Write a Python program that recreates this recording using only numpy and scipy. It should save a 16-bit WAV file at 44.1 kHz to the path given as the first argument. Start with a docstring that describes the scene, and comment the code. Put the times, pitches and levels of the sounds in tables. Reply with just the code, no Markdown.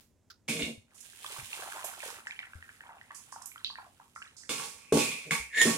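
"""In a hard-walled kitchen a steel colander of noodles is lifted off a bowl: it scrapes, then water streams and
drips into the pool below. Drops are bubble sines that rise in pitch, spray is coloured clicks.
Early and again at the end the steel is knocked and dragged on the counter: clicks ring counter, bowl and rim.
A two-port microphone hears it from above; its right port is brighter and hears water and steel sooner."""
import sys
import numpy as np
from scipy import signal
from scipy.fft import rfft, irfft, next_fast_len
from scipy.io import wavfile
from scipy.ndimage import uniform_filter1d

SR = 44100
rng = np.random.default_rng(int(sys.argv[2]) if len(sys.argv) > 2 else 0)


def transcribe(signal):
    """Save signal, clipped to [-1, 1], as a 16-bit WAV file at the path in sys.argv[1]."""
    frames = np.atleast_2d(signal).T
    limited = np.clip(frames, -1, 1)
    pcm = np.round(limited * 32767).astype(np.int16)
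    wavfile.write(sys.argv[1], SR, pcm)


N = 254491
T = np.arange(N) / SR  # s


def undb(db):
    """dB to gain."""
    return 10 ** (np.asarray(db) / 20)


def unit(x):
    """Scale to rms 1."""
    return x / np.sqrt(np.mean(x ** 2))


def curve(rows):
    """Draw each column of a table as a line over time."""
    s, *columns = np.transpose(rows)
    return [np.interp(T, s, c) for c in columns]


def colour(x, points):
    """Equalise a sound by (Hz, dB) points, joined on a log frequency axis."""
    hz, db = np.transpose(points)
    size = next_fast_len(x.shape[-1])
    f = np.maximum(np.arange(size // 2 + 1) * SR / size, 1)
    gain = undb(np.interp(np.log(f), np.log(hz), db, -90, db[-1]))
    return irfft(rfft(x, size) * gain, size)[..., :x.shape[-1]]


def ring(x, modes):
    """A body's modes, each a resonance applied twice, so the valleys stay dark."""
    out = 0
    for hz, width, db in modes:
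        b, a = signal.iirpeak(hz, hz / max(1.32 * width, 4), SR)
        once = signal.lfilter(b, a, x)
        out = out + undb(db) * signal.lfilter(b, a, once)
    return out


def grains(per_s, spread_db):
    """Random clicks of very unequal size, rms 1."""
    hit = rng.random(N) < per_s / SR
    size_db = spread_db * np.minimum(rng.exponential(1, N), 4)
    return unit(hit * rng.standard_normal(N) * undb(size_db))


def wide(per_s, spread_db):
    """Clicks from a broad source: the same moments at both ports, partly different waves."""
    hit = rng.random(N) < per_s / SR
    size = undb(spread_db * np.minimum(rng.exponential(1, N), 4)) * hit
    shared, own = rng.standard_normal(N), rng.standard_normal((2, N))
    return unit(size * (.5 * shared + own))


def fade(s, t60, rise=0.000087):
    """Envelope that starts at s and dies away by 60 dB per t60."""
    t = np.maximum(T - s, 0)
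    return (1 - np.exp(-t / rise)) * 1000 ** (-t / max(t60, .01))


def sides(x, pan_db):
    """Place a sound between the ports; positive leans left."""
    return x * undb(np.array([[pan_db], [-pan_db]]) / 2)


def late(x, count):
    """The left port hears a few samples later."""
    return np.array([np.roll(x[0], count), x[1]])


def add_bubble(out, s, db, hz, pan_db, cycles, glide):
    """Mix in one bubble: a sine, rising in pitch if it glides, that dies within a few cycles."""
    turns = np.arange(int(5 * cycles * SR / hz)) * hz / SR
    tone = np.sin(2 * np.pi * (turns + glide * turns ** 2 / cycles / 2))
    wave = tone * np.exp(-turns / cycles) * (1 - np.exp(-3 * turns / cycles))
    i = int(s * SR)
    piece = sides(undb(db) * wave / np.abs(wave).max(), pan_db)[:, :N - i]
    out[:, i:i + piece.shape[1]] += piece


# drops that trap a bubble: (time [s], peak level [dB], bubble pitch [Hz])
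DRIPS = [(1.133, -47, 1590), (1.245, -33, 1095), (1.263, -29, 3250), (1.363, -37.5, 1070),
         (1.398, -33.5, 2300), (1.531, -25, 2560), (1.537, -44, 850), (1.598, -39, 1090),
         (1.622, -34, 1485), (1.624, -38, 696), (1.675, -39, 755), (1.722, -32, 1530), (1.762, -51, 734),
         (1.792, -37, 1020), (1.842, -34, 638), (1.895, -52, 715), (1.936, -41, 1390), (2.004, -32, 2420),
         (2.029, -33, 1730), (2.033, -38, 596), (2.088, -38.5, 1480), (2.27, -26.5, 1726),
         (2.309, -28.5, 2270), (2.391, -25.5, 2180), (2.43, -35, 1690), (2.534, -37, 1490),
         (2.626, -36.5, 1740), (2.692, -38, 1620), (2.807, -36, 1710), (2.837, -48, 940), (2.862, -47, 890),
         (2.892, -40.5, 906), (2.909, -42.5, 853), (3.013, -38.5, 1810), (3.106, -39, 1080),
         (3.109, -37, 1760), (3.325, -36, 1030), (3.361, -37.5, 850), (3.417, -43, 1010),
         (3.517, -41.5, 2240), (3.559, -37, 1300), (3.579, -40.5, 3020), (3.646, -20, 3780),
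         (3.665, -28, 3600), (3.701, -39.5, 1030), (3.756, -34.5, 1700), (3.785, -35, 956),
         (3.786, -40, 1470), (3.865, -51, 683), (3.999, -44.5, 926), (4.161, -33.5, 1276),
         (4.219, -35, 1525), (4.224, -34.5, 2770), (4.435, -45, 1830)]
DRIP_CYCLES, DRIP_GLIDE = 2.9, .04  # decay constant in cycles for larger bubbles; pitch rise per decay constant
DRIP_PAN_DB = -2


def drips():
    """Single drops: an impact tick, the bubble, then droplets that fall back as smaller bubbles."""
    out = np.zeros((2, N))
    for (s, db, hz), droplets in zip(DRIPS, rng.random((len(DRIPS), 14, 3))):
        # the smallest bubbles ring for more cycles
        cycles = DRIP_CYCLES * max(hz / 1800, 1) ** 0.9
        add_bubble(out, s, db, hz, DRIP_PAN_DB, cycles, DRIP_GLIDE)
        # the tick is fainter for higher-pitched drops
        tick_hz = min(1.51 * hz, 4300)
        add_bubble(out, s, db - hz / 400, tick_hz, DRIP_PAN_DB, 1.6, DRIP_GLIDE)
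        for delay, size, pitch in droplets:
            droplet_s = s + 0.004 + 0.085 * delay
            droplet_db = db - 9.5 - 11 * size - 11 * delay
            droplet_hz = min(hz * 2 ** (0.9 * pitch - 0.35), 4300)
            add_bubble(out, droplet_s, droplet_db, droplet_hz, DRIP_PAN_DB, 1.5 * cycles, DRIP_GLIDE)
    return signal.sosfilt(signal.butter(2, 450, "high", fs=SR, output="sos"), out)


# running water, before the gushes: (time [s], small-bubble level [dB], spray level [dB])
STREAM = [(.88, -77, -81), (1.0, -66.5, -56), (1.13, -76.5, -56), (1.25, -58.5, -46), (1.39, -52, -45),
          (1.48, -62, -47), (1.62, -51.5, -45), (1.89, -50, -48), (1.97, -57.5, -52), (2.06, -52, -41.5),
          (2.15, -57.5, -50.5), (2.21, -61.5, -63), (2.75, -71.5, -62.5), (2.91, -60.5, -70),
          (3.2, -69, -61.5), (4.01, -76.5, -67.5), (4.5, -70.5, -75)]
# tone of the fine spray: (frequency [Hz], level [dB per Hz])
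SPRAY = [(1470, 2), (2500, 11), (2990, 12.5), (4840, 6), (9580, 12.5), (14500, -3.5), (16000, -3)]
# a fuller stream traps larger, lower bubbles
BUBBLE_HZ, BUBBLE_AT_DB, DEEPER_OCT_PER_DB = 1252, -51.5, .02
GUSH, GUSH_DB = 1300, 2.3  # samples per gush; spread of its level before smoothing


def stream(per_s=650, octaves=0.715):
    """Small bubbles scattered round a pitch that sinks as the stream fills, and fine spray, in gushes."""
    bubbles_db, spray_db = curve(STREAM)
    centre_hz = BUBBLE_HZ * 2 ** (DEEPER_OCT_PER_DB * (BUBBLE_AT_DB - bubbles_db))
    first, last = STREAM[0][0], STREAM[-1][0]
    on = (T > first) & (T < last)
    bubbles = np.zeros((2, N))
    times = rng.uniform(first, last, int(per_s * (last - first)))
    for s, size, (pitch, pan) in zip(times, rng.exponential(1, N), rng.standard_normal((N, 2))):
        db = 3.5 * min(size, 4) + 1.5 * pitch
        hz = max(centre_hz[int(s * SR)] * 2 ** (octaves * pitch), 340)
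        add_bubble(bubbles, s, db, hz, 3 * pan, 1.9, .06)
    spray = unit(colour(wide(4600, 4.7), SPRAY))
    # the flow comes in uneven gushes, half as strong in the spray
    steps = np.repeat(rng.standard_normal(N // GUSH + 1), GUSH)
    gush_db = GUSH_DB * uniform_filter1d(steps, GUSH)[:N]
    return on * (unit(bubbles) * undb(bubbles_db + gush_db) + spray * undb(spray_db + gush_db / 2))


# drops that burst into spray: (time [s], starting level [dB], spray pitch [Hz], t60 [s])
SPLASHES = [(0.946, -53, 8300, 0.82), (1.005, -39.5, 8700, .05), (1.844, -29, 9800, 0.073),
            (2.269, -47.5, 6800, 0.083), (3.146, -42, 8230, 0.24), (3.32, -42, 7650, 0.14),
            (3.42, -35.5, 7700, 0.031), (3.458, -34, 9800, 0.064), (3.646, -37.5, 3900, 0.15),
            (4.151, -54, 7540, 0.56), (4.366, -47, 7030, 0.51)]


def splashes():
    """Bursts of spray: dense droplet clicks in a band round one pitch start at once and die away."""
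    out = 0
    for s, db, hz, t60 in SPLASHES:
        edges_hz = [0.66 * hz, min(1.273 * hz, 20000)]
        band = signal.butter(3, edges_hz, "band", fs=SR, output="sos")
        out = out + undb(db) * fade(s, t60) * unit(signal.sosfilt(band, wide(5600, 1.7)))
    return out


# steel meets counter; levels drive the layers below: (time [s], thud level [dB], thud pitch [Hz],
# blow peak level [dB], blow pitch [Hz], rattle level [dB], clatter level [dB], chatter t60 [s])
KNOCKS = [(0.485, -39.5, 248, -40, 2400, -38, -33, 0.088), (0.593, -43, 283, -48, 2300, -34.5, -44, 0.21),
          (4.492, -40.5, 505, -67, 2830, -35, -32.5, 0.4), (4.58, -58, 484, -48.5, 2940, -52.5, -43, 0.8),
          (4.637, -55, 435, -59, 1260, -56, -38.5, 0.052), (4.923, -25.5, 428, -11, 440, -33, -30, 0.57),
          (4.971, -41, 466, -14.5, 450, -30, -33.5, 0.59),
          (5.308, -40.5, 177.4, -30.5, 1940, -38.5, -29, 0.25),
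          (5.615, -40.5, 480, -34, 3540, -41, -15.5, 0.029), (5.653, -32, 219, -20.5, 344, -75, -32, 0.51)]
# modes of the counter: (frequency [Hz], nominal width [Hz], level [dB])
COUNTER = [(160, 47.5, 6.5), (225, 30, 10), (272.3, 31, 7), (388, 34, 2), (419.5, 46, 3.5), (450, 33, 3.5),
           (520, 12, 1.5), (641, 81, -4)]
# modes of colander and bowl: (frequency [Hz], nominal width [Hz], level [dB])
STEEL = [(835.5, 18, -2.5), (920, 14, -5.5), (1124, 49, 2.5), (1508, 380, -4.5), (1660, 110, -6.5),
         (2226, 205, 6), (2336, 66, -6), (2384, 23, 6), (2515, 23, 11.5), (2820, 150, 5), (3465, 470, 1),
         (3650, 33, -1.5), (4260, 100, 0)]
# tone of the gritty contact: (frequency [Hz], level [dB per Hz])
GRIT = [(410, 15.5), (700, 0), (1120, 2), (1700, -1.5), (2300, 6), (4200, 3), (5200, 6), (9110, 8.5),
        (16000, -17)]
THUD_SHARE = 0.65  # thud t60 over chatter t60
HEAVY_DB = 3.5  # clatter that reaches the lower modes of the steel


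def steel():
    """Knocks rattle and drags slip in dense clicks that ring the counter and the steel."""
    slips = grains(2500, 19.0)
    counter_force, steel_force, grit_force = force = np.zeros((3, N))  # row views
    blows, thuds = np.zeros((2, N)), np.zeros((2, N))
    for s, thud_db, thud_hz, blow_db, blow_hz, rattle_db, clatter_db, t60 in KNOCKS:
        counter_force += undb(thud_db + 1.5) * fade(s, THUD_SHARE * t60)
        add_bubble(thuds, s, thud_db - 6, thud_hz, 0, 1.6, 0)
        add_bubble(blows, s, blow_db, blow_hz, 0, 1.5, 0)
        # after the blow the base chatters to rest
        chatter = fade(s, t60, 0.00047)
        steel_force += undb(rattle_db) * chatter
        grit_force += undb(clatter_db) * chatter
    # taken before the drags join, so only knocks are heavy
    heavy = signal.lfilter(*signal.butter(2, 1300, fs=SR), slips * grit_force) * undb(HEAVY_DB)
    force += drags()
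    # light chatter reaches only the upper modes
    light = signal.lfilter(*signal.butter(2, 1900, "high", fs=SR), slips * steel_force)
    counter_push = grains(5000, 4.0) * counter_force + thuds[0]
    steel_push = light + heavy + 3.47 * blows[0]
    out = blows
    for push, body in ((counter_push, COUNTER), (steel_push, STEEL)):
        out = out + ring(push, body) / np.std(ring(slips, body))
    out = signal.sosfilt(signal.butter(2, 100, "high", fs=SR, output="sos"), out)
    return out + grit_force * unit(colour(wide(9000, 0.38), GRIT))


# steel dragged on the counter: (full-pressure time [s], swell [s], hold [s],
# counter level [dB], steel level [dB], grit level [dB])
DRAGS = [(0.482, 0.0098, .21, -40, -34, -38.5), (5.249, 0.021, .055, -52.5, -87, -66),
         (5.581, 0.15, .2, -47, -32.5, -34)]
# sag of counter, steel and grit from full pressure on: (sag [dB per s])
SAG_DB_PER_S = [15, 153, 71]
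SWELL_DB, RELEASE_DB_PER_S = 75, 449


def drags():
    """Force on counter, steel and grit: pressure swells, sags while it holds, then lets go."""
    force = 0
    for s, swell, hold, *levels_db in DRAGS:
        t = T - s
        swell_db = SWELL_DB * np.minimum(t, 0) / swell
        release_db = RELEASE_DB_PER_S * np.maximum(t - hold, 0)
        sag_db = np.c_[SAG_DB_PER_S] * np.maximum(t, 0)
        force = force + undb(np.c_[levels_db] + swell_db - release_db - sag_db)
    return force


# pressure as the rim squeals: (time [s], level [dB])
SQUEAL = [(5.5, -51), (5.545, -30), (5.58, -23.5), (5.612, -18), (5.63, -43), (5.69, -36), (5.77, -60)]
# modes of the rim, the last two high: (frequency [Hz], nominal width [Hz], level [dB])
RIM = [(1734, 50, -10), (1814, 30, -13), (1842, 24, 1), (1902, 50, -13), (2144, 80, -14), (3670, 400, -25),
       (6982, 90, -10)]


def squeal():
    """Stick-slip rubbing rings the rim as it slides; its high modes wake only near full pressure."""
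    pressure = undb(curve(SQUEAL)[0]) * (T > SQUEAL[0][0])
    slips = grains(8000, 1.0)
    low = ring(slips * pressure, RIM[:5])
    high = ring(slips * pressure ** 2 / pressure.max(), RIM[5:])
    return (low + high) / np.std(ring(slips, RIM))


# long ringing of the steel around the late knocks, the first row hardly fading:
# (time [s], starting frequency [Hz], level before the envelope [dB], t60 [s])
STEEL_RING = [(4.76, 2480, -58, 10), (4.96, 2450, -26.5, 0.59), (5.31, 2298, -24.5, 0.31)]
RING_DRIFT_HZ_PER_S, RING_RISE_S = 100, 0.097  # slight downward drift; slow onset


def steel_ring(width_hz=200):
    """Long-ringing steel near 2.3-2.5 kHz: a narrow rough noise band, drawn with a slight pitch drift."""
    b, a = signal.butter(1, width_hz, fs=SR)
    noise = rng.standard_normal((2, N))
    real, imag = signal.lfilter(b, a, signal.lfilter(b, a, noise))
    out = 0
    for s, hz, db, t60 in STEEL_RING:
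        turns = (hz - RING_DRIFT_HZ_PER_S * (T - s) / 2) * (T - s)
        band = np.real((real + 1j * imag) * np.exp(2j * np.pi * turns))
        out = out + undb(db) * fade(s, t60, RING_RISE_S) * unit(band)
    return out


# tone of the tick: (frequency [Hz], level [dB per Hz])
TICK = [(900, -34), (1350, 0), (2200, -21), (3500, -10), (5200, -1.5), (8000, -23)]
TICK_S, TICK_LENGTH_S, TICK_DB = .301, 0.021, -47  # start, length of the head, level before shaping


def tick():
    """A short dry tick of coloured clicks: a brief falling head over a softer fading tail."""
    head = np.clip((TICK_S + TICK_LENGTH_S - T) / 0.029, 0, 1)
    shape = head + 0.52 * fade(TICK_S, 0.19)
    return undb(TICK_DB) * (T > TICK_S) * shape * unit(colour(wide(6000, 0.54), TICK))


# soft low bumps, before panning: (time [s], starting level [dB], pitch [Hz], t60 [s])
BUMPS = [(0.631, -41, 76, 0.13), (0.778, -47.5, 102, 0.11), (1.387, -47, 129.4, 0.19),
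         (1.429, -44.5, 102, 0.061), (2.554, -41, 82.5, 0.18), (4.496, -55, 74.5, 0.17),
         (4.926, -41, 80.5, 0.34), (5.399, -46, 64.4, 0.27)]
BUMP_PAN_DB = 4


def bumps():
    """Short low thumps, each a fading sine."""
    out = 0
    for s, db, hz, t60 in BUMPS:
        out = out + undb(db) * fade(s, t60, 0.00047) * np.sin(2 * np.pi * hz * (T - s))
    return out


ROOM_T60_S, ROOM_DB, ROOM_GAP_S = 0.24, 7.5, 0.0057  # t60 of the lows; tail gain; silence before the tail


def room(x):
    """Tiles and steel give a dense short tail, different at each port and longer in the treble."""
    t = T[:int(.8 * SR)]
    # single echoes stand out early, then blur
    uneven_db = 1.8 * np.exp(-t / 0.28) * rng.exponential(1, (2, len(t)))
    noise = rng.standard_normal((2, len(t))) * undb(uneven_db)
    low = signal.lfilter(*signal.butter(1, 3000, fs=SR), noise)
    low_tail = low * 1000 ** (-t / ROOM_T60_S)
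    high_tail = (noise - low) * 1000 ** (-t / (1.36 * ROOM_T60_S))
    tail = (low_tail + high_tail) * (t > ROOM_GAP_S)
    tail = colour(tail, [(20, -12.5), (300, -2), (900, 4.5), (16000, 12.5)])
    tail = tail / np.sqrt(np.sum(tail ** 2) / 2)
    return undb(ROOM_DB) * signal.fftconvolve(x[None], tail, axes=1)[:, :N]


# tone of the kitchen air: (frequency [Hz], level [dB per Hz])
AIR = [(15, -65), (25, -12.5), (92, 3), (180, -5), (236, 0), (301, -6.5), (1070, -20), (1190, -23),
       (4370, -29.5), (6920, -21.5), (16000, -37)]
AIR_DB, DRAUGHT_DB = -69.5, -103.0


def air():
    """Quiet kitchen hum and hiss from coloured noise; slow draughts rumble at each port alone."""
    shared, own = rng.standard_normal(N), rng.standard_normal((2, N))
    murmur = colour(shared + 0.57 * own, AIR)
    draught = colour(rng.standard_normal((2, N)), [(10, -17), (40, 6), (90, -53), (200, -36)])
    return undb(AIR_DB) * unit(murmur) + undb(DRAUGHT_DB) * unit(draught)


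def scene():
    """Water and steel share the room; bumps, tick and air stay dry."""
    water = late(drips() + stream() + splashes(), count=7)
    metal = late(steel() + steel_ring(), count=2)
    rim = squeal()
    # the bowl shields the water from the walls
    to_room = (undb(-4.5) * water + metal).mean(axis=0) + undb(-3.5) * rim
    return water + metal + rim + room(to_room) + sides(bumps(), BUMP_PAN_DB) + tick() + air()


# tone of the left port, before its 3 dB gain: (frequency [Hz], level [dB])
LEFT_PORT = [(500, -3), (2000, -3), (4000, -6), (8000, -18), (14000, -11)]
TOP_HZ = 15900


def record(dry):
    """The left port is duller; a steep low-pass cuts the top of both."""
    left = colour(dry[0], [(0.79, 0.0041)] + LEFT_PORT) * undb(3.0)
    both = np.array([left, dry[1]])
    return signal.sosfilt(signal.ellip(10, .2, 70, TOP_HZ, fs=SR, output="sos"), both)


dry = scene()
out = record(dry)
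transcribe(out)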